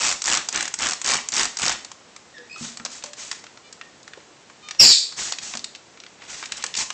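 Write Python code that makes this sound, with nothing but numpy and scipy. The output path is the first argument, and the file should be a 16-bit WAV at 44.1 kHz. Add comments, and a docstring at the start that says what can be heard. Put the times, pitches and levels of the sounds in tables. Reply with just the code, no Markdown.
"""Misting a pigeon in a tiled room

Close to a small microphone, a trigger bottle mists a pigeon on the tiled floor of a hard room.
The first hard pulls sputter in runs of noise bursts; later ones are soft hisses of coloured noise.
The trigger clacks and its hinge squeaks in stacked overtones; small noise puffs make the claws tick.
Far off, knocks ring and another bird cheeps in gliding whistles, then screeches once in rough harmonics,
loud enough to overload the microphone."""
import sys
import numpy as np
from scipy import signal
from scipy.io import wavfile

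SR = 44100
rng = np.random.default_rng(int(sys.argv[2]) if len(sys.argv) > 2 else 0)


def int16_out(signal):
    """Quantize to a 16-bit WAV file."""
    q = np.round(np.clip(np.atleast_2d(signal).T, -1, 1) * 32767)
    wavfile.write(sys.argv[1], SR, q.astype(np.int16))


N = 305613   # length [samples]


def amp(db):
    """Decibels to an amplitude factor."""
    return 10 ** (np.asarray(db) / 20)


def rms_one(x):
    """Scale to an rms of 1."""
    return x / np.sqrt(np.mean(x ** 2) + 1e-20)


def in_time(rows):
    """Join the rows of a table by straight lines, one curve for each column after the time."""
    s, *columns = np.transpose(rows)
    return [np.interp(np.arange(N) / SR, s, column) for column in columns]


def band(x, low_hz, high_hz):
    """Keep what lies between two frequencies."""
    sos = signal.butter(2, [low_hz, min(high_hz, SR / 2.2)], "band", fs=SR, output="sos")
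    return signal.sosfilt(sos, x)


def drift(rate_hz):
    """Smoothed random wandering with an rms of 1; a higher rate wanders faster."""
    r = np.exp(-2 * np.pi * rate_hz / SR)
    wander = signal.lfilter([1], [1, -2 * r, r * r], rng.standard_normal(N + SR))
    return rms_one(wander[SR:])   # the first second lets the filter settle


def coloured(spectrum, flicker_db, rate_hz):
    """Noise in bands 0.4 octave wide that flicker partly together; rms 1."""
    hz, db = np.transpose(spectrum)
    edges = 22 * 2 ** np.arange(0, 9, .4)
    white = rng.standard_normal((2, N))
    together = drift(rate_hz)
    own = [drift(rate_hz) for _ in range(3)]
    out = 0
    for k, (low, high) in enumerate(zip(edges, edges[1:])):
        level_db = np.interp(np.log(low * high) / 2, np.log(hz), db)
        flicker = flicker_db * (together + own[k % 3])
        out = out + amp(level_db + flicker) * band(white[k % 2], low, high)
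    return rms_one(out)


def add(out, s, x):
    """Lay a sound into the track at a time in seconds."""
    i = round(s * SR)
    out[i:i + len(x)] += x[:N - i]


def burst(bright_hz, low_hz, low_db, t60, spread, low_spread):
    """A puff of noise, a bright band over a low one; longer puffs also rise more slowly."""
    t, t60 = np.arange(3000) / SR, max(t60, .005)
    shape = (1 - np.exp(-t / (0.016 * t60))) * amp(-60 * t / t60)
    noise = rng.standard_normal((2, len(t))) * shape
    bright = band(noise[0], bright_hz / spread, bright_hz * spread)
    low = band(noise[1], low_hz / low_spread, low_hz * low_spread)
    both = bright / np.linalg.norm(bright) + amp(low_db) * low / np.linalg.norm(low)
    return both * np.linalg.norm(shape)


# the close bottle's hisses, from trigger pulls and from short spurts that trail some clicks:
# (start [s], full flow [s], end [s], nozzle hiss [dB], gush in the bottle neck and on the feathers [dB])
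PULLS = [(-.04, 0.05, .11, -22, -28), (0.238, .32, .38, -32, -25.5), (.512, 0.568, .64, -35, -28),
         (0.776, 0.849, .9, -31, -28), (1.035, 1.088, 1.17, -30.5, -26.5), (1.317, 1.4, 1.44, -25, -26),
         (1.581, 1.664, 1.722, -32, -26.5), (2.56, 2.645, 2.703, -33, -42),
         (2.886, 2.928, 2.985, -36.5, -46.5), (3.035, 3.045, 3.085, -40.5, -46.5),
         (3.161, 3.201, 3.285, -34, -42.5), (3.31, 3.317, 3.39, -42.5, -50),
         (5.16, 5.199, 5.29, -25.5, -35.5), (5.411, 5.432, 5.53, -31.5, -40),
         (6.18, 6.263, 6.28, -49, -46.5), (6.276, 6.312, 6.44, -35.5, -41), (6.489, 6.54, 6.67, -43, -41.5),
         (6.566, 6.573, 6.582, -31.5, -57), (6.762, 6.777, 6.779, -18, -32.5),
         (6.784, 6.787, 6.826, -19.5, -30.5)]
# colour of the nozzle hiss: (frequency [Hz], relative level per Hz [dB])
HISS = [(900, -23), (1600, -23), (2700, -14), (4000, -9), (6000, -3), (7500, -2), (10000, -5)]
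# colour of the gush: (frequency [Hz], relative level per Hz [dB])
GUSH = [(18, -38.5), (40, -9), (100, -20), (240, -10), (520, -15.5), (1050, -7), (1400, -9), (1900, -6),
        (2600, -8), (4500, -10.5), (8000, -46)]
# flow at the end of a pull, before the 0.84 power; it dies away over this share of the pull's length
FLOW_LEFT, DRIBBLE = 0.44, 0.39


def mist():
    """Smooth hiss of the nozzle over a lumpier gush; flow swells, sags and dies away."""
    t, hiss, gush = np.arange(N) / SR, np.zeros(N), np.zeros(N)
    for start, full, end, hiss_db, gush_db in PULLS:
        dry_out = end + DRIBBLE * (end - start)
        flow = np.interp(t, np.sort([start, full, end, dry_out]), [0, 1, FLOW_LEFT, 0]) ** 0.84
        hiss += amp(hiss_db) * flow
        gush += amp(gush_db) * flow ** 0.77
    return hiss * coloured(HISS, 0.99, 65.0) + gush * coloured(GUSH, 2.7, 90.)


# the trigger clacks just before a hard pull: (time [s], nominal peak before the cap [dB])
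CLACKS = [(0.2187, -12), (0.4869, -8), (.7395, -8.5), (1.0154, -11), (1.2869, -12.5), (1.57, -13)]
CLACK_LOW_DB = -15   # low part re peak
# when the nine air pockets of a run burst: time after the first, before stretch and delay [s]
POCKET_S = [0, .017, .0305, .0453, .0603, .0753, .093, .112, .1345]
# strength and colour of the same nine: (peak re the run [dB], low part re peak [dB])
POCKETS = [(-5, -15), (-6, -19.5), (-1, -19), (-1, -17), (-0.5, -11.5), (0.5, -8), (2, -12), (-3, -10.5),
           (-4, -9)]
# one run for each hard pull: (first pocket [s], stretch [factor], extra delay of the last two pockets [s])
RUNS = [(-.0117, 1.005, .001), (.2402, .985, -.001), (.5262, 1.07, .008), (.7883, 1.06, .002),
        (1.044, .985, -.002), (1.3203, .985, .001), (1.5874, .995, .003)]
# strength of those runs: (nominal peak [dB], small pockets in between re peak [dB])
RUN_DB = [(-7.5, -7.5), (-7.5, -5), (-12, -18), (-10.5, -5.5), (-7.5, -4), (-9.5, -7), (-10, -2.5)]
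BETWEEN_SHARE, BETWEEN_LOW_DB = .52, -6.5   # small pockets: mean place in the gap, low part re peak
POCKET_SPREAD_DB = 2.0   # chance in strength


def pockets():
    """Rows (time [s], peak [dB], low part [dB]) of the clacks, the pockets and the small pockets between."""
    shape_db, low_db = np.transpose(POCKETS)
    rows = [(s, db, CLACK_LOW_DB) for s, db in CLACKS]
    for (first, stretch, delay), (db, between_db) in zip(RUNS, RUN_DB):
        last_two = np.arange(len(POCKET_S)) >= len(POCKET_S) - 2
        s = first + stretch * np.array(POCKET_S) + delay * last_two
        chance_db = POCKET_SPREAD_DB * rng.standard_normal((2, len(s)))
        rows += zip(s, db + shape_db + chance_db[0], low_db)
        share = BETWEEN_SHARE + rng.uniform(-.15, .15, len(s) - 1)
        between = s[:-1] + np.diff(s) * share
        between_peak_db = db + between_db + shape_db + chance_db[1]
        rows += [(at, peak_db, BETWEEN_LOW_DB) for at, peak_db in zip(between, between_peak_db)]
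    return [row for row in rows if row[0] >= 0]


LOUDEST_POCKET_DB = -9   # cap on the nominal peak of pockets and clacks


def sputter():
    """Pockets of air burst through the nozzle, each at a pitch of its own; the clacks are made alike."""
    out, rows = np.zeros(N), pockets()
    for (s, db, low_db), pitch in zip(rows, rng.standard_normal((len(rows), 2))):
        bright_hz = 7500 * np.exp(.12 * pitch[0])
        low_hz = 1500 * np.exp(.15 * pitch[1])
        puff = burst(bright_hz, low_hz, low_db, t60=0.02, spread=1.496, low_spread=1.93)
        add(out, s, amp(min(db, LOUDEST_POCKET_DB)) * puff)
    return out


# small close clicks of plastic, claws and feathers:
# (time [s], nominal peak [dB], bright centre [Hz], low centre [Hz], low part re peak [dB])
TICKS = [(1.847, -24, 6400, 1050, -13), (1.9154, -26, 7010, 1070, -7), (2.1622, -28, 6360, 1400, -7.5),
         (2.381, -37, 3290, 501, -15), (2.5595, -37, 4900, 2350, -1), (2.7712, -23.5, 6660, 1350, -11.5),
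         (2.797, -36.5, 6590, 1270, 6.5), (2.8501, -14.5, 7000, 1090, -13.5),
         (2.8594, -23.5, 4050, 1000, -3.5), (3.0238, -38, 3370, 2600, 4), (3.038, -18.5, 7450, 674, -11),
         (3.059, -32, 4500, 1200, -4), (3.1322, -27, 5100, 1240, -11), (3.3134, -15.5, 7100, 1780, -6.5),
         (3.327, -27, 5000, 1400, -4), (3.4396, -34, 5100, 1260, -2), (3.4656, -39, 4140, 2100, 4.5),
         (3.5733, -37.5, 4000, 1420, -0.5), (3.7261, -26, 7240, 2350, -17),
         (3.8116, -36.5, 3810, 1740, 9.5), (4.0295, -38, 5700, 759, -30), (4.0773, -32.5, 6400, 1440, 0.5),
         (4.134, -37.5, 3160, 2090, 7), (4.1726, -45.5, 3590, 538, 12), (4.202, -44.5, 3500, 1400, 0),
         (4.498, -42, 3810, 1290, 4), (4.6859, -26.5, 5290, 1750, -3), (4.709, -20.5, 3700, 1380, -9.5),
         (4.7476, -34.5, 3550, 1180, -6), (5.123, -33, 4000, 1410, -1.5), (5.3217, -13.5, 5370, 1060, -11),
         (5.3348, -30, 3470, 2765, 3), (5.3846, -20.5, 3800, 1920, -13), (5.5367, -23.5, 3350, 1140, -3.5),
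         (5.5515, -18.5, 6820, 1120, -8.5), (5.5713, -17, 6900, 1120, -19),
         (5.5924, -25.5, 6200, 1450, -26), (5.6422, -16.5, 6760, 2240, -13.5),
         (5.7495, -33.5, 4440, 2750, 3), (5.758, -34.5, 4870, 2451, -9), (5.9732, -42.5, 4080, 1790, 2.5),
         (6.0003, -32.5, 3800, 2550, -12), (6.0362, -37.5, 3200, 2152, 2), (6.0636, -37.5, 3194, 2140, 2.5),
         (6.2197, -43, 4741, 1620, 7), (6.4263, -28, 4850, 1160, 3), (6.437, -30, 3000, 2100, 1),
         (6.4567, -23, 6490, 2300, -7), (6.5203, -15, 7500, 2680, -4), (6.624, -25, 4350, 2790, -9),
         (6.639, -11.5, 7100, 1510, -7), (6.6634, -18, 6660, 2240, -16), (6.7397, -20.5, 3700, 2650, -16),
         (6.7509, -17.5, 5740, 2200, -7), (6.9026, -19.5, 4584, 1314, -3)]
TICK_T60_S = 0.025


def ticks():
    """Hard small contacts of plastic, claw and quill, each a short puff of noise."""
    out = np.zeros(N)
    for s, db, hz, low_hz, low_db in TICKS:
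        add(out, s, amp(db) * burst(hz, low_hz, low_db, TICK_T60_S, spread=1.72, low_spread=1.665))
    return out


# squeaks of the close trigger hinge: (start [s], end [s], mean slips per second [Hz], stack level [dB])
SQUEAKS = [(3.635, 3.696, 590, -55), (4.626, 4.706, 611, -49.5)]
# how the hinge weights the overtones: (frequency [Hz], level of an overtone [dB])
HINGE = [(600, -23), (1200, 1), (1800, -34), (2400, 2), (3050, -2), (3700, 1), (5000, -11), (7500, -11)]


def squeaks():
    """Regular slips of plastic on plastic give a stack of overtones, weighted by the hinge."""
    out, waver = np.zeros(N), 1 + .006 * drift(40.)
    for start, end, hz, db in SQUEAKS:
        along = np.linspace(0, 1, round((end - start) * SR))
        slips_hz = hz * waver[round(start * SR):][:len(along)]
        phase = 2 * np.pi * np.cumsum(slips_hz) / SR
        stack = 0
        for k in range(1, 13):
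            weight = amp(np.interp(k * hz, *np.transpose(HINGE)))
            stack = stack + weight * np.sin(k * phase + rng.uniform(0, 2 * np.pi))
        add(out, start, amp(db) * np.sin(np.pi * along) ** 0.22 * stack)
    return out


# the far bird's screech: (time [s], fundamental before jitter [Hz], nominal level [dB], roughness [0-1])
SCREECH = [(4.783, 2740, -63, 0), (4.799, 2777, 2, 0.23), (4.804, 2490, -4.5, 0.27),
           (4.822, 2500, -8.5, 0.53), (4.855, 2257, -11.5, 0.46), (4.874, 2549, -13, 0.57),
           (4.884, 2326, -14, 0.47), (4.914, 2304, -11, 0.45), (4.935, 1804, -16, 0.15),
           (4.95, 1990, -63, .4)]
LOWEST_DB, FOURTH_DB = -13, 7   # lowest harmonic re the second, before sinking; fourth re the third
UPPER_DB, UPPER_DB_PER_ROUGH = -16.5, 24   # the upper harmonics grow with roughness
RATTLE_HZ = 515.6   # mean rate


def screech(jitter=0.033, shimmer_db=3.0, half_db=-18, rasp_db=-12):
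    """Four jittering harmonics, strong and weak cycles alternating; the throat rattles and hisses when rough."""
    hz, db, rough = in_time(SCREECH)
    phase = 2 * np.pi * np.cumsum(hz * (1 + jitter * rough * drift(170.0))) / SR
    lowest_db = LOWEST_DB + 0.062 * np.minimum(hz - 2500, 0)   # the beak radiates less as the pitch sinks
    upper_db = UPPER_DB + UPPER_DB_PER_ROUGH * rough
    tone = 0
    for k, level_db in enumerate([lowest_db, 0, upper_db, upper_db + FOURTH_DB], 1):
        tone = tone + amp(level_db + shimmer_db * rough * drift(230.0)) * np.sin(k * phase)
    alternation = 1 + amp(half_db) * np.sin(phase / 2)
    rattle = np.sin(2 * np.pi * np.cumsum(RATTLE_HZ * (1 + .15 * drift(60.1))) / SR)
    tone = tone * alternation * (1 + 2.0 * rough * rattle)
    rasp = amp(rasp_db) * rough * rms_one(band(rng.standard_normal(N), 1800, 7300))
    t = np.arange(N) / SR
    sounding = (t > SCREECH[0][0]) & (t < SCREECH[-1][0])
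    return amp(db) * sounding * (tone + rasp)


# far cheeps, before waver and shake:
# (start [s], end [s], pitch from [Hz], pitch to [Hz], level [dB], second harmonic re first [dB])
CHEEPS = [(2.339, 2.388, 1880, 1622, -42, -10), (2.41, 2.487, 1845, 1920, -54.5, -7),
          (2.496, 2.554, 2445, 2533, -38.5, -8), (2.508, 2.55, 4350, 4330, -50, -30),
          (2.565, 2.595, 2510, 2460, -55, -13)]


def cheeps():
    """Gliding whistles with two overtones, shaky in pitch and level."""
    out, shake, waver = np.zeros(N), amp(4.0 * drift(90.)), 1 + .012 * drift(60.)
    for start, end, from_hz, to_hz, db, overtone_db in CHEEPS:
        along = np.linspace(0, 1, round((end - start) * SR))
        glide_hz = from_hz + (to_hz - from_hz) * along
        phase = 2 * np.pi * np.cumsum(glide_hz * waver[:len(along)]) / SR
        overtones = np.sin(2 * phase) + 0.57 * np.sin(3 * phase)
        tone = np.sin(phase) + amp(overtone_db) * overtones
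        add(out, start, amp(db) * np.sin(np.pi * along) ** .5 * tone)
    return out * shake


# knocks somewhere in the room, away from the microphone: (time [s], ring [Hz], level [dB], t60 [s])
KNOCKS = [(2.385, 485, -42, 0.15), (2.43, 464, -49, 0.085), (2.61, 235, -30.5, 0.11),
          (2.608, 154, -42.5, 0.17), (2.8, 232, -35.5, 0.068), (3.04, 590, -41, 0.22),
          (5.549, 238, -34.5, 0.055), (6.639, 482, -33, 0.029), (2.561, 1295, -30.5, 0.029),
          (2.802, 1360, -44, .12), (3.817, 1825, -41, 0.082)]


def knocks():
    """Each knock is one decaying ring."""
    out, t = np.zeros(N), np.arange(SR // 2) / SR
    for s, hz, db, t60 in KNOCKS:
        rise = 1 - np.exp(-t / 0.00036)
        add(out, s, amp(db - 60 * t / t60) * rise * np.sin(2 * np.pi * hz * t))
    return out


# colour of the background in the room: (frequency [Hz], relative level per Hz [dB])
ROOM_TONE = [(15, -36.5), (60, -13), (150, -6), (400, -4.5), (700, -7), (1700, -10.5), (4000, -14),
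             (7000, -14), (10000, -14)]
ROOM_TONE_DB = -50   # rms before the microphone


def room_tone():
    """Faint, nearly steady coloured noise."""
    return amp(ROOM_TONE_DB) * coloured(ROOM_TONE, 0.17, 21.0)


ROOM_T60_S = 0.44


def room(x):
    """A dense dying tail of unit energy that starts after the first wall."""
    t = np.arange(SR) / SR
    tail = rng.standard_normal(SR) * amp(-60 * t / ROOM_T60_S) * (t > .004)
    return signal.fftconvolve(x, tail / np.linalg.norm(tail))[:N]


NEAR_WET_DB, FAR_WET_DB, MIST_WET_DB = -9.5, 0, -7   # sends into the room
WALL_ECHO_S, WALL_ECHO_DB = .0055, -15


def scene():
    """Close bottle and claws, far bird and knocks, all answered by the hard room."""
    spray = mist()
    near = sputter() + ticks() + squeaks()
    far = screech() + cheeps() + knocks()
    tail = room(amp(NEAR_WET_DB) * near + amp(FAR_WET_DB) * far + amp(MIST_WET_DB) * spray)
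    add(tail, WALL_ECHO_S, amp(WALL_ECHO_DB) * near)   # the nearest wall answers once, clearly
    return (near + far + spray + tail + room_tone())[None]


CAPSULE_UP, CAPSULE_DOWN, OVERLOAD = 0.84, 0.85, .71   # clip levels [full scale]
MIC_LOW_HZ, MIC_TOP_HZ, MIC_END_HZ, CUTOFF_HZ = 45, 8020, 9447, 15990


def record(dry):
    """The capsule clips both ways at nearly the same level, deep bass and high treble go, last peaks are cut."""
    capsule = np.clip(dry, -CAPSULE_DOWN, CAPSULE_UP)
    narrow = signal.sosfilt(signal.butter(1, MIC_LOW_HZ, "high", fs=SR, output="sos"), capsule)
    narrow = signal.sosfilt(signal.butter(8, MIC_TOP_HZ, fs=SR, output="sos"), narrow)
    narrow = signal.sosfilt(signal.cheby2(12, 60, MIC_END_HZ, fs=SR, output="sos"), narrow)
    cut_flat = np.clip(narrow, -OVERLOAD, OVERLOAD)
    return signal.sosfilt(signal.cheby2(20, 70, CUTOFF_HZ, fs=SR, output="sos"), cut_flat)


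dry = scene()
out = record(dry)
int16_out(out)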